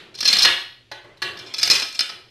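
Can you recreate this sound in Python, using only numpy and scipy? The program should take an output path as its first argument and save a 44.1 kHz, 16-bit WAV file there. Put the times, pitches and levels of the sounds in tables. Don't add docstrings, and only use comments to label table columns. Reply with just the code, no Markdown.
import sys
import numpy as np
from scipy import signal
from scipy.io import wavfile
from scipy.ndimage import uniform_filter1d

SR = 44100
rng = np.random.default_rng(int(sys.argv[2]) if len(sys.argv) > 2 else 0)


def wrap_up_sound(samples):
    columns = np.atleast_2d(samples).T
    tamed = np.clip(columns, -1, 1)
    steps = np.round(tamed * 32767).astype(np.int16)
    wavfile.write(sys.argv[1], SR, steps)


N = 101429
SECOND_STROKE_S = 1.0

# pitch_hz, level_db
BODY_TONE = [(25, -36), (70, -19), (140, -15.5), (270, -4.5), (500, -9), (950, -8.5), (1600, -1.5),
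             (2800, 1.5), (4000, -1.5), (6000, -19.5), (13000, -31.5)]


def amp(db):
    return 10 ** (np.asarray(db) / 20)


def evened(x):
    return x / np.sqrt(np.mean(x ** 2) + 1e-20)


def lasting(x, length_s):
    energy = np.sum(x ** 2) + 1e-20
    return x * np.sqrt((length_s + .004) * SR / energy)


def read(points, hz):
    pitch_hz, value = np.transpose(points)
    return np.interp(np.log(hz + 1), np.log(pitch_hz + 1), value)


def add(mix, start_s, sound):
    part = mix[max(round(start_s * SR), 0):][:len(sound)]
    part += sound[:len(part)]


def colour(x, points, tilt_db=0, size=4096):
    hz = abs(np.fft.fftfreq(size, 1 / SR))
    octaves = np.log2(np.maximum(hz, 300) / 2000)
    log_gain = np.log(amp(read(points, hz) + tilt_db * octaves))
    response = np.exp(np.conj(signal.hilbert(log_gain)))
    taps = np.fft.ifft(response).real[:size // 2]
    return signal.fftconvolve(x, taps)[:len(x)]


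def dying(t, t60_s):
    return np.exp(-np.log(1000) * t / t60_s)


def shift(length_s, level_db, size=20000):
    # pitch_hz, level_db
    rub_tone = [(30, -40), (120, 0), (250, -13), (355, 3), (460, -4.5), (800, -11), (1300, -11.5),
                (3000, -17.5), (13000, -50.5)]
    rise_s = 0.011
    t = np.arange(size) / SR
    swell = np.minimum(t / rise_s, 1) * np.exp(-(t / length_s) ** 2)
    rub = colour(rng.standard_normal(size) * swell, rub_tone)
    return amp(level_db) * lasting(rub, length_s)


def tail():
    # pitch_hz, t60_s (time to fall 60 dB)
    wall_fades = [(100, 0.3847), (400, 0.3981), (1000, 0.48), (2700, 0.4416), (4500, 0.5071),
                  (7300, 0.3523), (13000, 0.5332)]
    hz, t, bands = signal.stft(rng.standard_normal(SR), SR, nperseg=256)
    fade = dying(t, read(wall_fades, hz)[:, None])
    return signal.istft(bands * fade, SR, nperseg=256)[1]


def earlier_reverberation():
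    return amp(-40.5) * lasting(colour(tail(), BODY_TONE), 0.018)


def air():
    # pitch_hz, level_db
    air_tone = [(25, -0.5), (60, -4), (95, -0.5), (118, 8), (150, -10.5), (250, -4.5), (350, -4),
                (500, -6.5), (1000, -21), (3000, -8.5), (6000, -23.5), (13000, -39)]
    return amp(-59) * evened(colour(rng.standard_normal(N), air_tone))


def fractures(length_s, size=26000):
    per_s, spread_db, first_height = 1100, 4, 1.512
    jitter, strength, sign = rng.random((64, 3)).T
    at_s = (np.arange(len(jitter)) + jitter) / per_s
    height = np.sign(sign - .5) * amp(spread_db * (2 * strength - 1))
    height *= np.clip((length_s - at_s) * per_s, 0, 1)
    clicks = np.bincount((at_s * SR).astype(int), height, size)
    clicks[0] += first_height
    return clicks


def scatter(x, t60_s, size=3000):
    smear = rng.standard_normal(size) * dying(np.arange(size) / SR, t60_s)
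    return signal.fftconvolve(x, smear)[:len(x)]


def ring(x, hz, t60_s):
    pole = dying(1 / SR, t60_s) * np.exp(2j * np.pi * hz / SR)
    return signal.lfilter([1, 0, -1], [1, -pole], x + 0j).imag


def bite(start_s, length_s, ring_db, crack_db, body_db):
    glass_pitches = [1635, 2440, 2990, 3570, 3710, 4185, 4440, 4635, 5005, 5170, 5400, 5450, 6270]
    # t60_s, first_stroke_db, second_stroke_db
    glass_modes = [(0.15, -28, -28.5), (.06, -19.5, -17.5), (0.076, -26, -29), (.06, -25, -25.5),
                   (0.087, -19.5, -39.5), (0.048, -2, -6.5), (.05, -17.5, -15.5), (.05, -19.5, -41),
                   (0.086, -12, -12), (0.072, -30, -4.5), (0.11, -14.5, -29), (0.15, -29, -14.5),
                   (0.13, -20, -20.5)]
    # pitch_hz, level_db
    crack_tone = [(100, -10), (2000, -18), (3500, 3.5), (5200, 15.5), (6400, 0), (7100, -22), (8800, -8),
                  (10200, -17.5), (12800, -11.5)]
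    clicks = fractures(length_s)
    glass = np.zeros(len(clicks))
    for hz, (t60_s, first_db, second_db) in zip(glass_pitches, glass_modes):
        mode_db = second_db if start_s > SECOND_STROKE_S else first_db
        glass += amp(mode_db) * lasting(ring(clicks, hz, t60_s), length_s)
    crack = lasting(colour(scatter(clicks, 0.0412), crack_tone), length_s)
    body = lasting(colour(scatter(clicks, 0.02644), BODY_TONE), length_s)
    return amp(ring_db) * glass + amp(crack_db) * crack + amp(body_db) * body


def sheet(length_s, place):
    # pitch_hz, first_stroke_db, second_stroke_db, knocked_db
    sheet_modes = [(363.1, -26, -35.5, -18.5), (545.5, -29.5, -29.5, -26.5), (690.3, -29.5, -22, -27),
                   (874.8, -38.5, -28.5, -22.5), (1287, -25, -18, -29), (1699, -14, -18, -14.5),
                   (1930, -24.5, -30, -13), (2009, -24.5, -38, -27), (2390, -24.5, -12, -37.5),
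                   (2432, -25.5, -29, -21), (3105, -29.5, -33, -24), (3400, -14, -20, -26),
                   (3584, -13.5, -10, -24.5), (3964, -23, -16.5, -12)]
    t60_at_1khz_s, damping = 0.433, 0.084
    t = np.arange(int(.7 * SR)) / SR
    out = np.zeros(len(t))
    for row in sheet_modes:
        hz, levels_db = row[0], row[1:]
        t60_s = t60_at_1khz_s * (1000 / hz) ** damping
        tone = np.sin(2 * np.pi * (hz * t + rng.random())) * dying(t, t60_s)
        out += amp(levels_db[place]) * lasting(tone, length_s)
    return out


def walls(x):
    # pitch_hz, level_db
    wall_tone = [(40, -7), (300, -1), (1000, -2), (2000, -1), (3200, 3), (4200, -9), (5300, -11),
                 (7500, -1.5), (13000, -8.5)]
    delay_s, build_s = 0.00734, 0.01608
    echo = tail()
    t = np.arange(len(echo)) / SR
    echo = echo * np.clip((t - delay_s) / build_s, 0, 1)
    echo = echo / np.linalg.norm(echo)
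    return colour(signal.fftconvolve(x, echo)[:N], wall_tone)


def knock(length_s, clink_db, thud_db, tilt_db):
    # pitch_hz, level_db
    clink_tone = [(40, -27.5), (200, -16), (400, -13.5), (1000, -3.5), (1700, 0.5), (3000, -2.5),
                  (4100, 2.5), (4600, -3.5), (5300, -7), (6800, -20), (13000, -28)]
    # pitch_hz, level_db
    thud_tone = [(40, -30.5), (300, -15.5), (450, -12), (570, 3.5), (700, -11.5), (850, 3.5), (1100, -9.5),
                 (2000, -10.5), (13000, -66)]
    blow = scatter(fractures(length_s), 0.0696)
    clink = lasting(colour(blow, clink_tone, tilt_db), length_s)
    thud = lasting(colour(blow, thud_tone), length_s)
    return amp(clink_db) * clink + amp(thud_db) * thud


def scene(bitten_db=5, knocked_db=4, tail_count=3, knock_s=0.007057):
    # start_s, length_s (sets the fade), level_db
    shifts = [(0, 0.212, -52), (1.04, 0.1566, -53), (1.223, 0.242, -44), (1.391, 0.405, -54),
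              (2.088, 0.181, -54.5)]
    # start_s, length_s, ring_db, crack_db, body_db, echo_db
    bites = [(.143, 0.0042, -43.5, -58, -47.5, -1.5), (0.151, 0.0103, -37.5, -40, -51.5, -1.5),
             (0.175, 0.017, -42, -42.5, -61, 14), (0.188, 0.003, -40, -34, -38.5, -3),
             (0.2056, 0.0062, -23, -22.5, -33.5, 1), (0.2285, .005, -25.5, -25, -29.5, 0),
             (0.246, 0.012, -25, -25, -39.5, 5), (0.2539, .011, -18, -17, -24.5, 2.5),
             (0.2772, 0.014, -10.5, -18, -27, 2), (0.297, 0.0071, -28.5, -27.5, -29, 6),
             (0.3295, 0.011, -13, -17.5, -22.5, 2), (0.3691, 0.0033, -19.5, -21.5, -25, 9),
             (0.386, 0.011, -19, -16, -47.5, -7), (0.4055, .007, -36.5, -21.5, -26.5, 7),
             (0.4213, .005, -12.5, -17.5, -44.5, 3), (0.43, 0.0091, -11, -15, -37.5, -34),
             (0.4496, 0.008604, -7.5, -14, -9, -2), (0.466, 0.0068, -31, -38.5, -21, 4.5),
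             (1.371, 0.00568, -44, -42, -41.5, 5.5), (1.39, 0.0098, -36.5, -45, -46, 2.5),
             (1.463, 0.02, -43.5, -51, -47, 7), (1.5387, 0.0097, -27, -27, -35, 0),
             (1.567, 0.0077, -38, -36.5, -63, 14.5), (1.5834, 0.0102, -21.5, -41.5, -41.5, -19.5),
             (1.597, 0.00545, -24, -42.5, -37, 5), (1.613, .012, -37, -27, -36, 12.5),
             (1.6304, 0.0055, -12.5, -14, -23, -2.5), (1.654, 0.0127, -23, -33.5, -50.5, -6.5),
             (1.674, 0.0041, -41, -19.5, -26.5, -2), (1.7005, 0.00368, -13, -10.5, -19.5, 4.5),
             (1.7097, 0.01065, -8, -19.5, -22, 0.5), (1.7536, 0.00981, -24, -20.5, -32.5, 1),
             (1.7987, 0.00348, -25.5, -25, -35.5, 0), (1.8205, 0.00954, -24.5, -31, -29.5, -3),
             (1.8846, 0.0063, -39, -39, -65.5, 4.5), (1.927, 0.00348, -34.5, -43.5, -57.5, 9),
             (1.947, 0.013, -33, -37, -40.5, -26.5), (1.9907, 0.00319, -16, -16, -23, -2),
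             (2.007, 0.00324, -15.5, -25.5, -24.5, -2.5), (2.0925, 0.01364, -38.5, -37, -35, -0.5)]
    # start_s, clink_db, thud_db, brightness (dB per octave), echo_db
    knocks = [(0.915, -32, -36.5, -1, 0.5), (1.042, -57, -45, 5, 2.5), (1.172, -52.5, -64.5, 4.5, 2.5),
              (1.2192, -21, -55.5, 1, 2)]
    near, sent = np.zeros(N), np.zeros((tail_count, N))
    for start_s, length_s, level_db in shifts:
        add(near, start_s, shift(length_s, level_db))
    add(near, 0, earlier_reverberation())
    for k, (start_s, length_s, ring_db, crack_db, body_db, echo_db) in enumerate(bites):
        sound = bite(start_s, length_s, ring_db, crack_db, body_db)
        stroke = int(start_s > SECOND_STROKE_S)
        add(near, start_s, sound)
        add(near, start_s, amp(body_db + bitten_db) * sheet(length_s, stroke))
        add(sent[k % tail_count], start_s, amp(echo_db) * sound)
    for start_s, clink_db, thud_db, tilt_db, echo_db in knocks:
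        sound = knock(knock_s, clink_db, thud_db, tilt_db)
        add(near, start_s, sound)
        add(near, start_s, amp(clink_db + knocked_db) * sheet(knock_s, 2))
        add(sent[0], start_s, amp(echo_db) * sound)
    sound = near + sum(walls(share) for share in sent) + air()
    return np.array([sound, sound])


def limit(dry, limit_db=-11, recover_db_per_s=350, slope=0.417):
    power = uniform_filter1d((dry ** 2).mean(0), size=90)
    power_db = 10 * np.log10(abs(power) + 1e-12)
    fall_db = np.arange(N) * recover_db_per_s / SR
    peak_db = np.maximum.accumulate(power_db + fall_db) - fall_db
    over_db = np.maximum(peak_db - limit_db, 0)
    return dry / amp(slope * uniform_filter1d(over_db, size=45))


def overload(held, lopsided=0.014, knee=0.28):
    high_pass = signal.butter(1, 25, "high", fs=SR, output="sos")
    bent = held + lopsided * signal.sosfilt(high_pass, held ** 2)
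    over = np.maximum(abs(bent) - knee, 0)
    rounded = (1 - knee) * np.tanh(over / (1 - knee))
    return np.sign(bent) * (np.minimum(abs(bent), knee) + rounded)


def widen(mid, size=256):
    # pitch_hz, level_db
    side_tone = [(20, -61.5), (3500, -66), (4800, -39.5), (6500, -13.5), (9000, -10.5), (13000, -18.5)]
    spread = rng.choice([-1., 1.], size) / np.sqrt(size)
    side = colour(signal.fftconvolve(mid, spread, "same"), side_tone)
    return np.array([mid + side, mid - side])


def record(dry):
    wide = widen(overload(limit(dry)).mean(0))
    low_pass = signal.firwin(201, 13150, window=("kaiser", 9), fs=SR)
    return signal.oaconvolve(wide, low_pass[None], "same")


dry = scene()
out = record(dry)
wrap_up_sound(out)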